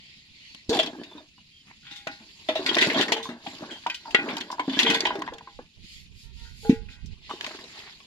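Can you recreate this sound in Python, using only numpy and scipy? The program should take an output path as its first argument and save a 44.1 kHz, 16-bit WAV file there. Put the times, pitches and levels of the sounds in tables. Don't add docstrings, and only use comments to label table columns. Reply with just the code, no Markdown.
import sys
import numpy as np
from scipy import signal
from scipy.fft import rfft, irfft
from scipy.io import wavfile
from scipy.ndimage import uniform_filter1d

SR = 44100
rng = np.random.default_rng(int(sys.argv[2]) if len(sys.argv) > 2 else 0)


def put_to_file(sound):
    columns = np.atleast_2d(sound).T
    safe = np.clip(columns, -1, 1)
    whole_steps = np.round(safe * 32767)
    wavfile.write(sys.argv[1], SR, whole_steps.astype(np.int16))


N = 355710

LAG_S, LAG_SPREAD_S = 0.00023432, .00009
BASS_LAG_SHARE = 0.5


def gain_of(db):
    return np.exp(np.asarray(db) * (np.log(10) / 20))


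def evened(x):
    return x / np.sqrt(np.mean(x ** 2) + 1e-20)


def read(points, hz):
    f, value = np.transpose(points)
    return np.interp(np.log(hz + 1), np.log(f + 1), value, -90, -90)


def curve(table, t, index):
    return np.interp(t, *np.transpose(table)[[0, index]])


def above(hz, edge_hz):
    return 1 / (1 + (edge_hz / (hz + 1)) ** 4)


def add(mix, s, sound):
    part = mix[:, round(s * SR):][:, :sound.shape[1]]
    part += sound[:, :part.shape[1]]


# f/Hz, likeness (0 to 1)
LIKENESS = [(60, 1), (500, 0.96), (1000, 0.87), (1500, 0.6), (3000, 0.088), (15000, 0.66)]


def at_ports(z, hz, lag_s):
    same = np.clip(np.interp(hz, *np.transpose(LIKENESS)), 0, 1)
    lag_s = lag_s * np.interp(hz, [1200, 2600], [BASS_LAG_SHARE, 1])
    left = same * z[0] + np.sqrt(1 - same ** 2) * z[1]
    right = z[0] * np.exp(-2j * np.pi * hz * lag_s)
    return np.array([left, right])


def noise(shape_db, size, patchy_db, flicker_db, apart=False):
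    hop = size // 4
    frames, hz = N // hop + 5, np.fft.rfftfreq(size, 1 / SR)[:, None]
    a, b, patches = rng.standard_normal((frames, len(hz), 3, 2)).transpose(2, 3, 1, 0)
    patches = uniform_filter1d(patches[0], size=5, axis=0)
    patches = evened(uniform_filter1d(patches, size=20, axis=1))
    flicker = evened(uniform_filter1d(rng.standard_normal(frames), size=3))
    z = a + 1j * b
    if not apart:
        z = at_ports(z, hz, LAG_S)
    level_db = shape_db(hz, np.arange(frames) * hop / SR)
    z *= gain_of(level_db + patchy_db * patches + flicker_db * flicker)
    return signal.istft(z, nperseg=size, noverlap=size - hop)[1][:, :N]


def swells(rows):
    t = np.arange(N) / SR
    return sum(gain_of(db) * np.cos(np.pi * np.clip((t - s) / length, -.5, .5)) ** 2
               for s, length, db, *_ in rows)


def crackle(level_db, quiet_db, per_s, spread_db, fade_s, rise_s):
    heights = gain_of(spread_db * np.minimum(rng.exponential(1, N), 4))
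    jumps = (rng.random(N) < per_s / SR) * heights
    for _ in range(2):
        jumps = uniform_filter1d(jumps, round(rise_s * SR) + 1)
    fading = signal.lfilter([1], [1, -np.exp(-1 / (fade_s * SR))], jumps)
    brisk = np.clip((level_db - quiet_db) / 15, 0, 1)
    return gain_of(level_db) * (1 + brisk * fading)


def wavering(x, share, size):
    shake = uniform_filter1d(uniform_filter1d(rng.standard_normal(x.shape[1]), size), size)
    return x * (1 + share * np.tanh(evened(shake)))


def ring(modes, rise_s, length_s, scatter=1):
    lag_s = BASS_LAG_SHARE * (LAG_S + LAG_SPREAD_S * rng.standard_normal())
    lag = max(round(lag_s * SR), 0)
    t = np.arange(0, length_s, 1 / SR)
    phases = 2 * np.pi * scatter * rng.random(len(modes))
    tones = sum(gain_of(db - 60 * t / t60) * np.sin(2 * np.pi * hz * t + phase)
                for (hz, db, t60), phase in zip(modes, phases))
    tones *= (1 - np.exp(-t / rise_s)) * np.cos(np.pi / 2 * t / length_s)
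    return np.array([tones, np.pad(tones, (lag, 0))[:len(t)]])


def burst(colour, db, hz, t60, treble_db=0, pan_db=0):
    size = 5120
    f, t = np.fft.rfftfreq(size, 1 / SR), np.arange(size) / SR
    a, b, lumps = rng.standard_normal((3, 2, len(f)))
    z = at_ports(a + 1j * b, f, LAG_S + LAG_SPREAD_S * rng.standard_normal())
    distance = np.log((f + 1) / hz)
    bump_db = 7 * np.exp(-(distance / 0.085) ** 2) + 4.5 * np.exp(-(distance / 0.51) ** 2)
    bump_db += 2.3 * evened(uniform_filter1d(lumps[0], size=20))
    bump_db += 3.8 * evened(uniform_filter1d(lumps[1], size=6))
    z *= gain_of(read(colour, f) + bump_db)
    high = above(f, 4010)
    scale = gain_of(db - 9.5) / np.std(irfft(z))

    tick = gain_of(-4.5 - 60 * t / 0.0029)
    body_t60 = max(t60, .008)
    tail = gain_of(-8.0 - 60 * t / (4.5 * body_t60))
    body = irfft(z * (1 - high)) * (tick + gain_of(-60 * t / body_t60) + tail)
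    top_fade = gain_of(-60 * t / max(1.25 * t60, .005))
    top = irfft(z * high) * gain_of(treble_db) * (tick + top_fade)
    edges = (1 - np.exp(-t / 0.00045)) * np.cos(np.pi / 2 * t / t[-1])
    return scale * (body + top) * edges * gain_of([[pan_db / 2], [-pan_db / 2]])


# f/Hz, level/dB (per Hz)
FIELD_COLOUR = [(35, -12), (60, 3.5), (217, 2), (527, -26), (980, -34.5), (1400, -23), (2180, -21),
                (2430, -2.5), (3550, -10), (3960, -11.5), (7050, -25.5), (8420, -50.5), (9400, -24.5),
                (12000, -71.5), (15600, -99), (22000, -120)]
FIELD_DB = -59.5


def field():
    hum = noise(lambda hz, s: read(FIELD_COLOUR, hz), size=1024, patchy_db=1.0, flicker_db=3.5)
    return gain_of(FIELD_DB) * evened(hum)


# f/Hz, level/dB (per Hz)
GUST_COLOUR = [(12, -33), (20, -1.5), (50, 0), (120, -7.5), (210, -14), (312, -53), (367, -21),
               (461, -31.5), (500, -76), (650, -64.5), (1100, -120)]
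# t/s (middle), length/s, level/dB
PUFFS = [(.31, 0.0948, -60), (4.13, 0.12, -55.5), (4.94, 0.481, -56), (5.33, 0.16, -54), (5.58, 0.21, -50),
         (5.81, 0.15, -45.5), (6.02, 0.39, -51.5), (6.14, 0.14, -45.5), (6.3, 0.23, -45.5),
         (6.48, 0.54, -44), (6.79, 0.38, -35.5), (6.87, 0.18, -50), (7.05, 0.28, -39), (7.2, 0.25, -48)]
BREEZE_DB = -69
LEE_DB = -18.5


def wind():
    gust = evened(noise(lambda hz, s: read(GUST_COLOUR, hz), size=1024, patchy_db=1.5, flicker_db=3, apart=True))
    return gust * (gain_of(BREEZE_DB) + gain_of([[LEE_DB], [0]]) * swells(PUFFS))


GLIDE_LATENESS = 5.1


def call(row, partials):
    s, length, first_hz, last_hz, db, rough = row
    u = np.arange(0, length, 1 / SR) / length
    turns = np.cumsum(first_hz + (last_hz - first_hz) * u ** GLIDE_LATENESS) / SR
    tone = sum(gain_of(d) * np.sin(2 * np.pi * (k * turns - rng.random((2, 1)) / 4)) for k, d in partials)
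    flutter = 1 - rough + rough * evened(uniform_filter1d(rng.standard_normal(len(u)), size=250))
    return s, np.sqrt(2) * gain_of(db) * tone * flutter * np.sin(np.pi * u ** 1.1)


# t/s (start), length/s, first f/Hz, last f/Hz, level/dB, flutter (0 clear to 1 blurred)
BIRDS = [(.41, .22, 4380, 4050, -53, .5), (0.987, 0.042, 3060, 3080, -54, .3),
         (1.042, 0.055, 3700, 3700, -53, .3), (1.084, 0.077, 3540, 3430, -47.5, 0.51),
         (1.154, 0.069, 3670, 3450, -52, .3), (1.36, 0.067, 2900, 2810, -57, 0.17),
         (1.491, 0.17, 3210, 2720, -54.5, 0.35)]
# the same columns, with f/Hz at the second harmonic
HOARSE_NOTES = [(6.221, 0.11, 917, 930, -69.5, 0.17), (6.348, 0.18, 927, 912, -63, 0.3)]


def birds():
    out = np.zeros((2, N))
    for row in BIRDS:
        add(out, *call(row, [(1, 0.0033)]))
    for row in HOARSE_NOTES:
        add(out, *call(row, [(.5, -8), (1, 0), (3 / 2, -6), (2, -1)]))
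    return out


# f/Hz, level/dB (per Hz)
RUSTLE_COLOUR = [(530, -35), (900, -31), (1510, -17), (1640, -21), (1920, 2), (2730, 4.5), (4680, 6.5),
                 (5890, -7), (7060, -3.5), (8150, -20.5), (11300, -15.5), (16000, -47.5)]
# t/s (middle), length/s, level/dB, treble lift/dB
SWISHES = [(.08, 0.6, -51, -18), (.48, 0.53, -48.5, -11), (5.53, 0.26, -55.5, -5), (5.93, 0.35, -48.5, 5.5),
           (6.22, 0.22, -55, 13.5), (6.43, 0.27, -51.5, 3), (6.66, 0.38, -51, 19), (6.93, 0.11, -50, -1.5),
           (7.13, 0.067, -53.5, -19), (7.28, 0.18, -48, -15)]


def swishes():
    def shape_db(hz, s):
        return read(RUSTLE_COLOUR, hz) + above(hz, 7300) * curve(SWISHES, s, index=3)
    return evened(noise(shape_db, size=512, patchy_db=2.5, flicker_db=0.5)) * swells(SWISHES)


# f/Hz, level/dB (per Hz)
SCRAPE_COLOUR = [(290, -47), (500, -12), (711, -27), (808, -4.5), (1620, -6.5), (1940, 3.5), (3000, -14),
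                 (3900, -46), (6600, -120)]
# t/s (middle), length/s, level/dB
DRAG = [(1.7, 0.18, -61), (7.52, .2, -51.5), (7.8, 0.39, -52.5)]


def drag():
    scrape = evened(noise(lambda hz, s: read(SCRAPE_COLOUR, hz), size=256, patchy_db=2.0, flicker_db=-2.0))
    rough = crackle(np.zeros(N), quiet_db=-15, per_s=70, spread_db=2.5, fade_s=.005, rise_s=.001)
    return scrape * swells(DRAG) * rough


# t/s, rustle level/dB, tumbling rumble level/dB
MOTION = [(0.0, -59, -76), (0.67, -61, -74), (0.75, -37.5, -57), (0.85, -42.5, -39.5), (0.92, -53.5, -55.5),
          (1.19, -57.5, -57.5), (1.35, -61, -88), (2.04, -54, -71), (2.43, -51.5, -65.5),
          (2.65, -45.5, -43.5), (2.83, -31.5, -34), (2.92, -41, -38), (3.01, -38.5, -31.5),
          (3.3, -67, -52.5), (3.48, -46, -56.5), (3.74, -51.5, -47), (3.8, -50.5, -58), (4.0, -52.5, -64),
          (4.3, -47, -38), (4.6, -55.5, -57.5), (4.83, -37, -38.5), (4.94, -40.5, -34.5),
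          (5.32, -60, -48.5), (5.55, -61, -80.5), (7.26, -62, -71), (7.46, -44, -48), (7.64, -49.5, -52.5),
          (7.69, -49.5, -61), (7.8, -47, -64), (8.07, -55.5, -66.5)]


def rustle():
    hiss = evened(noise(lambda hz, s: read(RUSTLE_COLOUR, hz), size=256, patchy_db=2.5, flicker_db=0.8))
    level_db = curve(MOTION, np.arange(N) / SR, index=1)
    return hiss * crackle(level_db, quiet_db=-52.5, per_s=100, spread_db=2.1, fade_s=0.0043, rise_s=.0007)


# f/Hz, level/dB (per Hz)
RUMBLE_COLOUR = [(53, -51.5), (90, -46), (232, -2.5), (300, 8.5), (529, -14), (652, 4), (737, -13),
                 (823, -2.5), (1080, -3.5), (1270, -14), (1700, -2.5), (2210, -37), (3740, -120)]


def tumble():
    rumble = evened(noise(lambda hz, s: read(RUMBLE_COLOUR, hz), size=512, patchy_db=3, flicker_db=2.0))
    level_db = curve(MOTION, np.arange(N) / SR, index=2)
    return rumble * crackle(level_db, quiet_db=-59.0, per_s=60, spread_db=2.0, fade_s=0.0048, rise_s=0.0026)


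# t/s, level/dB
CLINKS = [(3.8983, -29.5), (3.9453, -42)]
# f/Hz, level/dB (added to the clink's), t60/s (time to fall 60 dB)
LUMP = [(1560, -6, 0.13), (1870, -11, 0.13), (2476, 7.5, 0.067), (3030, 3, 0.08754), (3235, -7.5, 0.0866),
        (4560, -6, 0.2168)]


def clinks():
    out = np.zeros((2, N))
    for s, db in CLINKS:
        modes = [(f, db + d + 2.0 * rng.standard_normal(), t60) for f, d, t60 in LUMP]
        add(out, s, ring(modes, .0006, 0.0982))
    return out


# t/s, level/dB (before a 10 dB lift), f/Hz, t60/s
THUDS = [(0.686, -34.5, 74, 0.044), (0.6917, -9, 284, 0.017), (6.6929, 0, 242, 0.028),
         (6.705, -15, 283, 0.035), (6.7235, -15, 250, 0.035), (7.044, -41, 193, 0.047)]


def thuds():
    out, t = np.zeros((2, N)), np.arange(0, .2, 1 / SR)
    for s, db, hz, t60 in THUDS:
        swing = (1 - np.exp(-(t / 0.0035) ** 2)) * gain_of(db + 10.0 - 60 * t / t60)
        add(out, s + 0.00083, np.tile(-swing * np.sin(2 * np.pi * hz * t), (2, 1)))
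    return out


# f/Hz, level/dB (per Hz)
SNAP_COLOUR = [(410, -27.5), (700, -34), (946, -9), (1380, -17), (1890, -2.5), (2270, -6), (3550, -3),
               (5690, -11.5), (6920, -13), (8210, -23), (13000, -30.5), (16000, -49.5)]
# t/s, level/dB, brightest f/Hz, t60/s (base value), treble over the usual colour/dB
CRACKS = [(0.547, -31, 2870, 0.019, 11.5), (0.6938, -23.5, 4290, 0.12, 10), (0.7292, -18.5, 3440, 0.14, 1),
          (0.77, -19.5, 3350, 0.054, -5.5), (0.79, -7, 3420, 0.043, -2), (.797, -8.5, 3260, 0.065, -4.5),
          (0.831, -19, 3400, .042, 4), (0.861, -23, 4230, 0.044, 2), (.871, -22.5, 3250, 0.043, -4),
          (1.0348, -31, 3600, 0.067, 0), (1.18, -35, 3650, 0.055, -18.5), (1.852, -39, 3300, 0.12, -14),
          (1.868, -36.5, 3250, 0.42, -10), (1.911, -34.5, 3757, 0.54, 3), (1.96, -37, 3500, 0.2243, 11.5),
          (2.0709, -20, 1455, 0.046, -2), (2.114, -35.5, 4030, 0.4, -3), (2.4871, -14, 3490, 0.095, -8),
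          (2.554, -18.5, 3660, 0.19, -6), (2.6618, -19.5, 2220, 0.17, 4), (2.662, -15, 4580, 0.097, -1),
          (2.6894, -11, 3260, 0.091, -19.5), (2.7455, -11, 3520, 0.037, -5),
          (2.768, -4.5, 2000, 0.014, -28), (2.784, -10, 1890, 0.082, -9), (2.785, -9.5, 3270, 0.049, -4),
          (2.813, -6.5, 3600, 0.047, 1), (2.819, -8, 1940, 0.098, -2), (2.824, -10, 2640, 0.081, -5),
          (2.846, -13, 4200, 0.054, -7), (2.899, -14.5, 2020, 0.08, -15), (2.901, -14.5, 2690, 0.088, -16),
          (2.9444, -17, 3340, 0.19, -13), (2.9818, -14, 3800, 0.2, -4), (3.002, -16, 2950, .04, -6),
          (2.9894, -14, 1890, 0.045, -8), (3.011, -11.5, 3030, 0.061, 1), (3.012, -17.5, 1760, 0.07, -10),
          (3.026, -12, 1790, 0.047, 0), (3.0815, -21, 1905, 0.085, -3), (3.1199, -11.5, 1945, 0.041, -10),
          (3.1208, -10.5, 3270, 0.068, 7), (3.1664, -25.5, 2980, 0.19, 3), (3.228, -34.5, 3550, 0.2768, 14),
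          (3.289, -32, 1270, 0.23, -3), (3.466, -21, 3180, 0.036, -22), (3.708, -30, 3230, 0.49, 1.5),
          (3.837, -35, 1660, 0.051, -10), (3.866, -21, 2510, 0.043, -2), (3.8986, -20.5, 2510, 0.047, 2.5),
          (3.9445, -33, 3000, 0.098, 17), (4.1076, -32, 2760, 0.084, 6.5), (4.1467, 1.5, 2020, 0.038, -15),
          (4.2877, -20, 2300, 0.027, -13.5), (4.289, -25, 2320, 0.32, -26.5), (4.31, -33, 2280, .05, -13.5),
          (4.368, -29, 2990, 0.03, 19), (4.381, -32, 4530, 0.034, 14), (4.404, -26.5, 3530, 0.041, 2.5),
          (4.41, -17.5, 3160, 0.037, 1.5), (4.48, -42, 2000, 0.036, -7), (4.502, -33, 3430, 0.026, -4),
          (4.5147, -39, 5200, 0.084, 19), (4.595, -19.5, 2194, 0.052, -2), (4.678, -30.5, 3340, .08, -18.5),
          (4.6953, -20, 3480, 0.089, -14), (4.732, -22, 3360, 1, -19.5), (4.79, -1, 3400, 0.026, -2.5),
          (4.796, -7.5, 2686, 0.087, 2), (4.8309, -9.5, 3463, 0.054, 2), (4.8639, -11, 3230, 0.46, -21),
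          (4.9002, -11.5, 2590, 0.089, 6), (4.9442, -13, 3380, 0.091, 5), (5.0056, -10.5, 4820, 0.025, 5.5),
          (5.053, -7, 1960, 0.019, -9.5), (5.054, -14, 3170, 0.17, -21), (5.068, -19, 4530, 0.025, 6),
          (5.1542, -27.5, 1420, 0.043, -2), (5.22, -20, 1850, 0.018, -1), (5.192, -35, 2000, 0.024, 12),
          (5.264, -37, 3280, .025, 8), (5.2764, -25.5, 1900, 0.027, -13), (5.284, -28, 1920, 0.035, -16.5),
          (5.3366, -34, 3340, 0.033, 10), (5.383, -28.5, 1740, 0.022, 0.5),
          (6.6944, -27.5, 2430, 0.14, 7.5), (7.059, -63, 5300, 0.067, 30.5), (7.296, -36, 3000, 1, 6.5),
          (7.31, -34, 2930, 0.028, -2), (7.4095, -16, 3000, 0.014, 1), (7.41, -18.5, 1750, 0.014, -15),
          (7.444, -16.5, 2860, 0.019, -3), (7.445, -24, 1900, .02, -15), (7.4642, -19.5, 1840, 0.022, 4),
          (7.49, -33, 3200, 0.022, -5), (7.548, -35, 1480, .04, 2), (7.589, -35.5, 1740, 0.057, -4),
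          (7.64, -33, 4100, .04, 3), (7.748, -38, 1920, .04, -10), (7.776, -37, 2000, 0.046, -10),
          (7.817, -39, 1950, .04, -10), (8.002, -37, 2650, .03, -4)]
CRACK_PAN_DB = 2.5
SNAP_RING_DB, SNAP_RING_SHARE = -10.5, 1.2


def cracks():
    out = np.zeros((2, N))
    for s, db, hz, t60, treble_db in CRACKS:
        add(out, s, burst(SNAP_COLOUR, db, hz, t60, treble_db, pan_db=CRACK_PAN_DB))
        pair_t60 = min(SNAP_RING_SHARE * max(t60, .01), .15)
        pair = [(hz * ratio, db + SNAP_RING_DB + d, pair_t60) for ratio, d in [(1, -1), (1.045, -6)]]
        add(out, s, ring(pair, 0.0016, .1))
    return out


# pitch ratio, level/dB (added to the knock's), share of t60
BOTTLE = [(0.999, -2, 0.52), (1.06, -16, 0.73), (1.5, -15.5, 0.37), (2.1, -19.5, 0.43), (0.68, -18, 0.29),
          (0.802, -15, 0.79)]
# t/s, level/dB, f/Hz, t60/s (base value)
KNOCKS = [(0.547, -36, 196, 0.026), (0.694, -20.5, 300, 0.23), (.704, -24.5, 656, 0.066),
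          (0.712, -19.5, 445.5, 0.32), (.72, -21, 700, 0.066), (0.729, -15.5, 459, 0.18),
          (.737, -21, 880, 0.094), (0.743, -25, 441, 0.15), (.751, -16.5, 793, 0.078),
          (0.759, -12.5, 310, 0.046), (.768, -18.5, 753, 0.12), (0.775, -15, 358, 0.073),
          (0.792, -12.5, 660, 0.14), (0.831, -36, 265, 0.26), (.845, -33, 330, 0.05745),
          (0.875, -25.5, 307, 0.11), (.879, -28, 700, 0.099), (.898, -30.5, 645, .08),
          (0.932, -24, 310, 0.063), (.948, -32.5, 328, 0.21), (.952, -35, 820, 0.071),
          (0.986, -30, 310, 0.08), (0.997, -30, 295, 0.14), (1.015, -24, 310, 0.067),
          (1.069, -43, 288, 0.17), (1.114, -33, 890, 0.026), (1.122, -37, 890, .04),
          (1.151, -35, 295.5, 0.37), (1.18, -39.5, 967, 0.17), (1.195, -40, 305, 0.062),
          (1.205, -40, 630, 0.1), (1.38, -42.5, 1000, 0.069), (1.711, -42, 970, 0.05),
          (1.912, -40, 279, 0.054), (2.069, -24.5, 638, 0.097), (2.07, -27, 202, 0.063),
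          (2.093, -33, 294, 0.1), (2.195, -55, 820, 0.069), (2.203, -44.5, 221, 0.28),
          (2.212, -56, 650, 0.33), (2.4885, -14.5, 627, 0.22), (2.49, -17.5, 355, 0.087),
          (2.556, -19, 637, 0.19), (2.593, -20, 371, 0.22), (2.648, -28.5, 273, 0.34),
          (2.689, -25, 340, 0.15), (2.766, -14.5, 620, 0.1), (2.767, -18.5, 1025, 0.099),
          (2.768, -20, 330, 0.11), (2.82, -14, 354, 0.068), (2.871, -15, 220, 0.078),
          (2.915, -22.5, 457, 0.14), (2.945, -23, 650, 0.4), (2.961, -17, 250, 0.13),
          (2.983, -18, 263, 0.076), (3.001, -24.5, 258, 0.12), (3.029, -21, 266.6, 0.074),
          (3.062, -28, 800, .07), (3.082, -26, 910, 0.074), (3.119, -16, 415, 0.077),
          (3.121, -10.5, 864, 0.06), (3.163, -23, 861, 0.15), (3.2, -29.5, 1040, 0.066),
          (3.255, -24, 1046, 0.1), (3.289, -27, 237.3, 0.39), (3.463, -24.5, 799, .09),
          (3.472, -27, 256, 0.1), (3.53, -40, 640, .12), (3.535, -36.5, 285, 0.15), (3.608, -33, 300, .08),
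          (3.62, -26, 624, 0.077), (3.626, -29, 246, 0.12), (3.634, -31, 790, .07),
          (3.637, -32, 1110, 0.065), (3.68, -40, 524, .06), (3.735, -42, 580, .06),
          (3.863, -11, 952, 0.086), (4.055, -31, 934, 0.21), (4.078, -32, 893, 0.3),
          (4.146, -6, 334, 0.025), (4.188, -23, 273, 0.16), (4.286, -31, 332, .05),
          (4.33, -22.5, 253, 0.08), (4.355, -26, 248, .04), (4.368, -27.5, 923, 0.18),
          (4.502, -21.5, 989, 0.093), (4.526, -22.5, 988, 0.14), (4.582, -28, 930, 0.16),
          (4.5947, -9.5, 1001, 0.091), (4.652, -44, 1020, 0.18), (4.679, -20, 266, 0.42),
          (4.681, -31, 750, .1), (4.717, -34, 230, 0.52), (4.77, -17.5, 267, 0.15), (4.828, -27, 238, 0.64),
          (4.846, -18, 390, 0.069), (4.867, -17.5, 940, 0.14), (4.899, -17.5, 275, 0.12),
          (4.95, -18.5, 991, 0.074), (5.002, -28.5, 416, 0.068), (5.034, -21.5, 380, 0.078),
          (5.054, -13.5, 837, 0.09), (5.071, -20, 1000, 0.12), (5.093, -27.5, 380, 0.05),
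          (5.105, -15.5, 980, 0.095), (5.153, -23, 395, 0.13), (5.155, -26.5, 602, 0.13),
          (5.185, -24.5, 302, 0.17), (5.211, -30, 900, 0.051), (5.22, -18.5, 1010, 0.06815),
          (5.277, -19, 980, 0.039), (5.284, -22, 975, 0.057), (5.323, -27, 476, 0.12),
          (5.409, -29, 940, 0.037), (5.473, -30.5, 1040, 0.11), (5.59, -25, 495, 0.062),
          (5.591, -30.5, 760, 0.054), (5.77, -52.5, 626, 0.063), (6.649, -37, 620, 0.073),
          (7.269, -50, 371.2, 0.067), (7.294, -28, 1050, 0.083), (7.302, -22.5, 1005, 0.082),
          (7.31, -20.5, 1160, 0.078), (7.337, -28, 338, 0.041), (7.444, -36, 680, 0.05),
          (7.447, -30, 1060, 0.072), (7.465, -29.5, 1100, .06), (7.477, -32, 609, 0.088),
          (7.51, -42, 405, .1), (7.508, -34.5, 630, 0.12), (7.548, -30.5, 376, 0.055),
          (7.55, -37, 780, .06), (7.586, -34.5, 370, 0.06904), (7.588, -34, 1080, .06),
          (7.637, -42, 483, 0.16), (7.736, -45, 1120, 0.07), (7.758, -40, 1100, 0.082),
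          (7.773, -38, 845, 0.077), (7.785, -48.5, 402, 0.35), (7.822, -50.5, 910, 0.059),
          (7.855, -49.5, 407, 0.15), (8.004, -43, 1110, 0.081)]
THUMP_DB, THUMP_DB_PER_OCTAVE = -5.5, -3


def knocks():
    out = np.zeros((2, N))
    for s, db, hz, t60 in KNOCKS:
        modes = [(hz * ratio, db + d, max(t60, .01) * share) for ratio, d, share in BOTTLE]
        add(out, s, ring(modes, 0.0012, 0.23, scatter=0.29))
        thump_db = db + THUMP_DB + THUMP_DB_PER_OCTAVE * np.log2(hz / 300)
        add(out, s, burst(RUMBLE_COLOUR, thump_db, hz, t60))
    return out


# f/Hz, level/dB (added to the blow's), share of the base ring time
POT = [(452.3, 2.5, 0.5), (810, 6.5, 0.46), (700, -24.5, 0.41), (1314, -20, 0.4), (1366, -20.5, 0.31),
       (1438, -11.5, 0.67), (1550, -13, 0.77), (1655, -19, 0.74), (1930, -15.5, 0.94), (1934, -14, 0.61),
       (1874, -18.5, 0.44), (1970, -17, .6), (2145, -16.5, 0.9), (2250, -22.5, .5), (2420, -11, .45),
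       (2510, -11, 0.63), (2940, -20, 0.5), (3220, -16.5, 0.55), (3420, -15.5, .4), (3610, -21, 0.5)]
# t/s, upper modes level/dB, first mode level/dB, second mode level/dB, most struck f/Hz,
# ring time (multiple of the base)
CLANKS = [(0.6936, -55, -23.5, -43, 2500, 1.54), (0.7902, -43, -42, -43, 2500, 2),
          (1.83, -49, -84, -77, 1400, 1.8), (1.866, -41, -84, -69, 1600, 2),
          (1.9103, -41, -86, -58, 1740, 2.1), (1.979, -47, -82, -62, 1910, 3.3),
          (2.072, -29, -68, -47.5, 1740, 1.36), (2.215, -56, -80, -72, 2100, 0.73),
          (2.489, -36, -54, -55, 2700, 1.6), (2.6617, -23, -42, -65, 1720, 2.2),
          (2.766, -16.5, -33.5, -57, 1920, 1.3), (2.8149, -17.5, -39, -59, 1950, 1.4),
          (2.9, -31, -50, -60, 2400, 1), (2.9576, -23, -40, -42, 1900, 1.2),
          (3.011, -23, -47, -55, 1750, 0.89), (3.121, -28, -30, -46, 2100, 1.54),
          (3.1678, -37, -42, -50, 2200, 2.4), (3.4675, -40, -69, -53, 2200, 1.4),
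          (3.63, -41, -68, -70, 1610, 1), (3.696, -34.5, -70, -70, 1900, 1.2),
          (3.9, -33.5, -69, -68, 2200, 1.9), (4.145, -15, -36, -39.5, 1750, 0.98),
          (4.187, -18.5, -60, -40.5, 2320, 0.9), (4.368, -31.5, -64, -52, 2400, 1.4),
          (4.795, -18, -49, -60, 2600, .8), (4.8489, -18.5, -28, -51, 2200, 1.55),
          (4.9001, -17.5, -30.5, -35, 1700, 1.2), (4.9453, -19, -34, -46, 2200, 1.6),
          (5.0521, -15, -41, -36, 2250, 0.98), (5.1044, -32, -62, -39.5, 1650, 2.2),
          (5.318, -51, -45, -51, 1910, 1.7), (5.384, -50, -70, -56, 1800, 1.7),
          (5.473, -49, -66, -57, 1750, 1.3), (6.451, -43.5, -88, -84, 1500, 1.5),
          (6.63, -59, -45.5, -55, 1600, 2.4), (6.648, -43, -31, -37, 1700, 2.23),
          (6.6942, -33.5, -23, -45, 2220, 1.34), (6.724, -42, -39, -61, 1710, 1.8),
          (6.885, -42.5, -80.5, -74, 2130, 1.9), (6.929, -48, -78, -69.5, 1700, 2),
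          (7.11, -56, -64, -73, 2300, .8), (7.301, -49, -45, -48, 2200, 1.4)]
POT_T60_S, UPPER_T60_S = 0.44, 0.32
REACH = 0.49
BEND = 0.0033
EMPTY_S, EMPTY_SHIFT = 5.6, (-0.0087, 0.0253)
GROUNDED = 0.8
FIRM_DB, RISE_S, RISE_S_PER_DB = -38.5, 0.003, -0.07
CHATTER, LOW_CHATTER = 0.42, .3


def clanks():
    out = np.zeros((2, N))
    base_t60 = np.r_[POT_T60_S, POT_T60_S, np.full(len(POT) - 2, UPPER_T60_S)]
    upper_hz = np.transpose(POT)[0, 2:]
    for s, upper_db, first_db, second_db, hz, ringing in CLANKS:
        place, bend = rng.standard_normal((2, len(POT)))
        t60 = base_t60 * max(ringing, .2)
        if s > EMPTY_S:
            bend[:2] += np.array(EMPTY_SHIFT) / BEND
            t60[:2] *= GROUNDED
        reach_db = -np.minimum(10 * (np.log(upper_hz / hz) / REACH) ** 2, 30.)
        struck_db = np.r_[first_db, second_db, upper_db + reach_db + 2.5 * place[2:]]
        modes = [(f * (1 + BEND * b), d + e, t * share)
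                 for (f, d, share), e, t, b in zip(POT, struck_db, t60, bend)]
        rise_s = max(RISE_S + RISE_S_PER_DB * max(FIRM_DB - upper_db, 0), .0005)
        add(out, s, wavering(ring(modes[2:], rise_s, 0.32), CHATTER, size=140))
        add(out, s, wavering(ring(modes[:2], 0.0058, 0.51), LOW_CHATTER, size=350))
    return out


def scene():
    small = tumble() + clinks() + cracks() + knocks() + clanks()
    small = signal.sosfilt(signal.butter(2, 110., "high", fs=SR, output="sos"), small)
    background = field() + wind() + birds()
    return background + swishes() + drag() + rustle() + thuds() + small


# f/Hz, level/dB (L-R)
PORTS = [(60, -5), (110, -0.5), (200, 1), (380, -0.5), (700, 1.5), (1290, -1), (2380, -0.5), (4400, -1),
         (8120, -7), (15000, 4.5)]
FULL_SCALE, EDGE_HZ = .95, 16100


def record(dry):
    hz = np.fft.rfftfreq(N, 1 / SR)
    port_hz, port_db = np.transpose(PORTS)
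    tilt_db = np.interp(np.log(hz + 1), np.log(port_hz), port_db)
    heard = irfft(rfft(dry) * gain_of(np.array([[.5], [-.5]]) * tilt_db), N)
    heard = heard / (1 + (abs(heard) / FULL_SCALE) ** 4) ** (1 / 4)
    low_pass = signal.firwin(511, EDGE_HZ, window=("kaiser", 9), fs=SR)
    return signal.oaconvolve(heard, low_pass[None], "same")


dry = scene()
out = record(dry)
put_to_file(out)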